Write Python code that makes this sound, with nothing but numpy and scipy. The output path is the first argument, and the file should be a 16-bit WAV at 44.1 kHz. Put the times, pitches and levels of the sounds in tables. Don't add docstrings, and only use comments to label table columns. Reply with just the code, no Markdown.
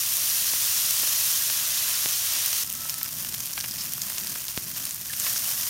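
import sys
import numpy as np
from scipy import signal
from scipy.fft import rfft, irfft
from scipy.io import wavfile
from scipy.ndimage import uniform_filter1d

SR = 44100
rng = np.random.default_rng(int(sys.argv[2]) if len(sys.argv) > 2 else 0)


def int16_out(signal):
    q = np.round(np.clip(np.atleast_2d(signal).T, -1, 1) * 32767)
    wavfile.write(sys.argv[1], SR, q.astype(np.int16))


N = 250929
T = np.arange(N) / SR
HZ = np.maximum(np.fft.rfftfreq(2 * N, 1 / SR), 1)

# t/s, fizz level/dB, sputter level/dB
SEAR_LEVELS = [(0.0, -26.5, -38), (0.35, -25, -36.5), (1.3, -24.5, -36), (1.65, -27.5, -36),
               (2.0, -26.5, -35.5), (2.22, -26.6, -38.5), (2.33, -27.5, -34), (2.62, -27, -38)]
FRY_LEVELS = [(2.65, -34, -46.5), (4.2, -34, -46.5), (4.9, -35.3, -47.5), (5.04, -36, -48.5),
              (5.24, -28.5, -42), (5.69, -28, -41)]
# f/Hz, relative level/dB
SEAR_SPECTRUM = [(180, -48), (300, -26.5), (493, -22), (643, -19.5), (839, -20.5), (1210, -13),
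                 (2270, -7.5), (2590, -6.5), (4870, -3.5), (5840, -1), (7740, -1), (12500, 1.5),
                 (15800, -2.5)]
FRY_SPECTRUM = [(180, -19), (300, -14.5), (469, -14.5), (545, -8.5), (882, -9.5), (1290, -7), (1660, -4.5),
                (2420, -4), (3920, -4.5), (5200, -0.5), (7620, 1), (14800, 3.5), (15800, -4.5)]
FLAME_SPECTRUM = [(15, -54), (25, -27), (48, -5.5), (108, 3), (131, 2.5), (173, -5.5), (210, -3),
                  (268, -8.5), (450, -20), (580, -30), (990, -120)]
# f/Hz, bandwidth/Hz, gain/dB
PATH_RESPONSE = [(656, 134, 5), (1050, 280, 4), (2234, 320, -3.5), (3150, 170, 1.5), (5800, 1760, 2.5),
                 (7750, 590, -3.5), (9640, 290, 1.5), (10460, 400, -5)]
# t/s, duration/s, level/dB
FLAME_SURGES = [(2.623, 0.47, -54.5), (3.097, .32, -49.5), (3.566, 0.505, -51), (4.183, 0.14, -49.5),
                (4.583, 0.28, -50.5), (4.897, 0.72, -54.5)]
# t/s, level over the first 4 ms/dB, f/Hz
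BUBBLE_POPS = [(0.169, -22, 12800), (0.9083, -20, 6000), (2.4607, -19.5, 12800), (2.5303, -23, 5300),
               (2.701, -28, 9050), (2.727, -26.5, 11800), (2.896, -23, 5360), (2.902, -26, 12800),
               (2.942, -28, 9000), (3.031, -20, 13000), (3.186, -36, 5200), (3.2484, -28, 13000),
               (3.4045, -27.5, 6100), (3.458, -27, 11400), (3.6032, -26.5, 5900), (3.6097, -26, 5000),
               (3.711, -28.5, 4930), (3.9354, -23, 11800), (4.0183, -23.5, 6740), (4.1014, -29, 12800),
               (4.1824, -25, 5600), (4.2713, -29, 5070), (4.4827, -28, 5950), (4.8532, -24, 9300),
               (4.893, -30, 11900), (4.909, -26.5, 6900), (4.9456, -28, 11500), (5.199, -22, 6850),
               (5.331, -26, 14000), (5.49, -26, 12100), (5.6118, -28, 6160)]
# t/s, snap level/dB, snap f/Hz, puff level before filtering/dB, puff f/Hz
FAT_SPITS = [(0.536, -13, 1400, -23, 520), (1.034, -12, 2400, -22, 400), (1.075, -12.5, 1700, -29, 700),
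             (1.501, -8.5, 1900, -37, 800), (2.0594, -7.5, 1970, -18.5, 390),
             (4.5763, -7, 1980, -13.5, 260)]
# t/s, duration/s, rise in fizz level/dB
FRY_FLARES = [(2.8, .11, 1), (3.171, 0.044, 2), (3.3, 0.043, 1), (3.42, 0.043, 0.5), (3.783, .07, 1.5),
              (4.016, 0.35, 1.5), (4.478, .01, 1), (4.735, .12, 2.5), (5.17, 0.024, 1), (5.23, 0.061, 2.5),
              (5.44, 0.046, 1.5)]
# t/s, level/dB, f/Hz, 60 dB decay time/s
TOOL_KNOCKS = [(2.855, -33, 1200, 0.011), (3.015, -30.5, 1900, 0.028), (3.06, -34, 2200, 0.028),
               (3.248, -29.5, 2000, 0.027), (3.343, -28, 2680, 0.024), (3.578, -23, 1610, 0.025),
               (3.642, -28.5, 1800, 0.062), (3.981, -38.5, 900, .02), (4.101, -31.5, 1300, 0.012),
               (4.357, -30.5, 1050, 0.026), (5.135, -26, 1910, 0.017), (5.266, -23, 2100, 0.038),
               (5.361, -28, 1500, 0.023)]
# t/s, level/dB, f/Hz, 60 dB decay time/s
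STEEL_MODES = [(3.581, -37, 1620, 0.074), (3.578, -32, 2420, 0.037), (3.643, -45, 2470, 0.058),
               (5.098, -34.5, 1780, 0.072), (5.1, -39, 1640, 0.11), (5.265, -37, 1800, 0.26)]
# t/s, duration/s, level/dB, f/Hz
STEEL_SCRAPES = [(3.528, 0.012, -33, 5360), (3.714, 0.012, -35, 4950), (3.774, 0.063, -34, 5260),
                 (5.348, 0.037, -27.5, 5800)]


def from_db(db):
    return 10 ** (np.asarray(db) / 20)


def unit_rms(x):
    return x / np.sqrt(np.mean(x ** 2) + 1e-20)


def evened(x):
    return unit_rms(x / uniform_filter1d(np.abs(x), SR // 10))


def curves(rows):
    times, *columns = np.transpose(rows)
    return [np.interp(T, times, column) for column in columns]


def swell(start, length, attack_s, release_s):
    return np.clip((T - start) / attack_s, 0, 1) * np.clip(1 - (T - start - length) / release_s, 0, 1)


def add(out, start, sound):
    i = int(start * SR)
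    out[i:i + len(sound)] += sound[:N - i]


def band(x, low_hz, high_hz):
    edges = [low_hz, min(high_hz, SR * .45)]
    return signal.sosfilt(signal.butter(2, edges, "band", fs=SR, output="sos"), x)


def resonate(x, hz, width_hz):
    r = np.exp(-np.pi * width_hz / SR)
    feedback = [1, -2 * r * np.cos(2 * np.pi * hz / SR), r * r]
    return signal.lfilter(np.array([1, 0, -1]) * (1 - r * r) / 2, feedback, x + 1e-18)


def coloured(x, spectrum, taps=4096):
    hz, db = np.transpose(spectrum)
    path_db = sum(gain / (1 + (2 * (HZ - f) / width) ** 2) for f, width, gain in PATH_RESPONSE)
    total_db = np.interp(np.log(HZ), np.log(hz), db) + path_db
    magnitude = from_db(np.interp(np.fft.rfftfreq(taps, 1 / SR), HZ, total_db))
    cepstrum = irfft(np.log(magnitude))
    cepstrum[1:taps // 2] *= 2
    cepstrum[taps // 2 + 1:] = 0
    return signal.fftconvolve(x, irfft(np.exp(rfft(cepstrum))))[:N]


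def flurries(per_s, decay_s, strength):
    drops = (rng.random(N) < per_s / SR) * rng.uniform(0, 1, N)
    rate = 1 + strength * signal.lfilter([1], [1, -np.exp(-1 / (decay_s * SR))], drops + 1e-18)
    return rate / rate.mean()


def bursts(per_s, spread_db, max_sigma, spray, spray_s, ring, q):
    born = rng.random(N) < per_s / SR
    sizes = from_db(spread_db * np.minimum(rng.standard_normal(N), max_sigma))
    snaps = born * sizes * rng.choice([-1, 1], N)
    pitches = np.geomspace(2500, 15000, 14)
    pitch_index = rng.choice(len(pitches), N, p=pitches / pitches.sum())
    rings = sum(resonate(snaps * (pitch_index == k), hz, hz / q) for k, hz in enumerate(pitches))
    mist_power = signal.lfilter([1], [1, -np.exp(-1 / (spray_s * SR))], snaps ** 2 + 1e-18)
    mist = np.sqrt(mist_power) * rng.standard_normal(N)
    return unit_rms(unit_rms(snaps) + ring * unit_rms(np.roll(rings, 2)) + spray * unit_rms(mist))


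def pings(per_s, decay_cycles, range_db=7.2):
    out, t = np.zeros(N), T[:SR // 40]
    for when, height, size in rng.random((int(per_s * T[-1]), 3)):
        hz = 1500 + height * 14000
        amplitude = from_db(range_db * size ** 2) * np.sqrt(hz)
        add(out, when * T[-1], amplitude * np.sin(2 * np.pi * hz * t) * np.exp(-t * hz / decay_cycles))
    return unit_rms(out)


def at_levels(x, fizz_db, sputter_db):
    low = signal.sosfilt(signal.butter(1, 3000, fs=SR, output="sos"), x)
    fizz_rms, sputter_rms = np.std(band(x, 4000, 15500)), np.std(band(x, 900, 3000))
    return (x - low) * from_db(fizz_db) / fizz_rms + low * from_db(sputter_db) / sputter_rms


def sear():
    fizz_db, sputter_db = curves(SEAR_LEVELS)
    rate = 7000 * flurries(per_s=150, decay_s=.004, strength=1.2)
    grain = bursts(rate, spread_db=5.5, max_sigma=2.8, spray=0.38, spray_s=0.003, ring=0.92, q=5.7)
    singing = from_db(-7.0) * pings(per_s=700, decay_cycles=36.0)
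    hiss = from_db(1.5) * rng.standard_normal(N)
    return at_levels(coloured(grain + singing + hiss, SEAR_SPECTRUM), fizz_db, sputter_db)


def burner(flame_db=-53.5):
    surge_power = sum((from_db(db) * swell(start, length, attack_s=0.029, release_s=0.052)) ** 2
                      for start, length, db in FLAME_SURGES)
    roar = evened(band(rng.standard_normal(N), 96, 225))
    steady = evened(coloured(rng.standard_normal(N), FLAME_SPECTRUM))
    return from_db(flame_db) * steady + np.sqrt(surge_power) * roar


def pops(spray_s=.0007, scatter_s=0.0069, scatter=0.089, q=4.4, snap=0.37):
    out, t = np.zeros(N), T[:SR // 40]
    for start, db, hz in BUBBLE_POPS:
        mist = rng.standard_normal(len(t)) * (np.exp(-t / spray_s) + scatter * np.exp(-t / scatter_s))
        spray_db = 4.5 + 2.5 * np.log2(hz / 9000)
        push = (t == 0) + from_db(spray_db) * mist / np.linalg.norm(mist)
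        pop = band(resonate(push, hz, hz / q) + snap * push, 0.27 * hz, 23000)
        add(out, start, from_db(db) * pop / np.std(pop[t < .004]))
    return out


def spits(decay_cycles=0.2, sag_s=0.0072):
    out, t = np.zeros(N), T[:SR // 20]
    for start, snap_db, snap_hz, puff_db, puff_hz in FAT_SPITS:
        snap = resonate(1.0 * (t == 0), snap_hz, width_hz=3500)
        cycles = puff_hz * sag_s * np.log1p(t / sag_s)
        puff = np.sin(2 * np.pi * cycles) * np.exp(-cycles / decay_cycles)
        puff = band(puff, 0.21 * puff_hz, 3500)
        add(out, start, from_db(snap_db) * snap / np.abs(snap).max() - from_db(puff_db) * puff)
    return out


def drift(per_s):
    knots = rng.standard_normal(8192)
    return np.interp(T * per_s, np.arange(len(knots)), knots) * np.sqrt(3 / 2)


def tone(start, length, hz, db, attack_s, release_s, waver, waver_per_s, flicker_db=0.0):
    sag = 0.028 * np.clip((T - start - length) / release_s, 0, 1)
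    cycles = np.cumsum(hz * (1 - sag + waver * drift(waver_per_s))) / SR
    envelope = swell(start, length, attack_s, release_s) * from_db(db + flicker_db * drift(waver_per_s))
    return envelope * np.sin(2 * np.pi * cycles)


def whistle():
    return tone(start=2.57, length=.48, hz=1317, db=-49, attack_s=0.25, release_s=0.032,
                waver=0.0075, waver_per_s=60, flicker_db=2.5)


def fry(spray_s=.0007):
    fizz_db, sputter_db = curves(FRY_LEVELS)
    flare_db = sum(rise * swell(start, length, attack_s=0.019, release_s=.05)
                   for start, length, rise in FRY_FLARES)
    fizz_db, sputter_db = fizz_db + flare_db, sputter_db + 1.7 * flare_db
    activity = from_db(1.3 * (fizz_db - np.median(fizz_db)))
    rate = 1300 * activity * flurries(per_s=110, decay_s=.003, strength=4.0)
    crackle = bursts(rate, spread_db=8.5, max_sigma=1.54, spray=0.45, spray_s=spray_s, ring=0.94, q=6.8)
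    slow = bursts(60 * activity, spread_db=-0.5, max_sigma=2.2, spray=0.93, spray_s=spray_s, ring=1, q=4.2)
    ticks = from_db(-12.0) * unit_rms(band(slow, 810, 5800) / np.sqrt(activity))
    singing = from_db(-8.5) * pings(per_s=600, decay_cycles=7.3)
    hiss = from_db(-1.0) * band(rng.standard_normal(N), 980, 20500)
    frying = evened(crackle) + ticks + singing + hiss
    return at_levels(evened(coloured(frying, FRY_SPECTRUM)), fizz_db, sputter_db)


def tongs(relative_bandwidth=1.25):
    out, t = np.zeros(N), T[:SR // 4]
    for start, db, hz, t60 in TOOL_KNOCKS:
        fade = from_db(-60 * t / t60)
        size = np.linalg.norm(fade)
        force = (t == 0) * size + fade * rng.standard_normal(len(t))
        knock = resonate(force, hz, hz * relative_bandwidth)
        add(out, start, from_db(db) * size * knock / np.linalg.norm(knock))
    for start, db, hz, t60 in STEEL_MODES:
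        add(out, start, from_db(db - 60 * t / t60) * np.sin(2 * np.pi * hz * t))
    return out


def scrapes(slips_per_s=2500, width_hz=900):
    out = np.zeros(N)
    for start, length, db, hz in STEEL_SCRAPES:
        n = int(length * SR)
        slips = rng.standard_normal(SR)[:n] * (rng.random(SR)[:n] < slips_per_s / SR)
        add(out, start, from_db(db) * np.sqrt(np.hanning(n)) * unit_rms(resonate(slips, hz, width_hz)))
    return out


def hum():
    return tone(start=3.95, length=.42, hz=363, db=-59, attack_s=.2, release_s=.28,
                waver=0.0086, waver_per_s=27)


def scene(sear_ends_s=2.637):
    sizzle = np.where(T < sear_ends_s, sear(), fry())
    mono = sizzle + whistle() + hum() + pops() + spits() + tongs() + scrapes() + burner()
    return np.stack([mono, mono])


def record(dry, cutoff_hz=15850):
    return signal.sosfilt(signal.ellip(12, .1, 80, cutoff_hz, fs=SR, output="sos"), dry)


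dry = scene()
out = record(dry)
int16_out(out)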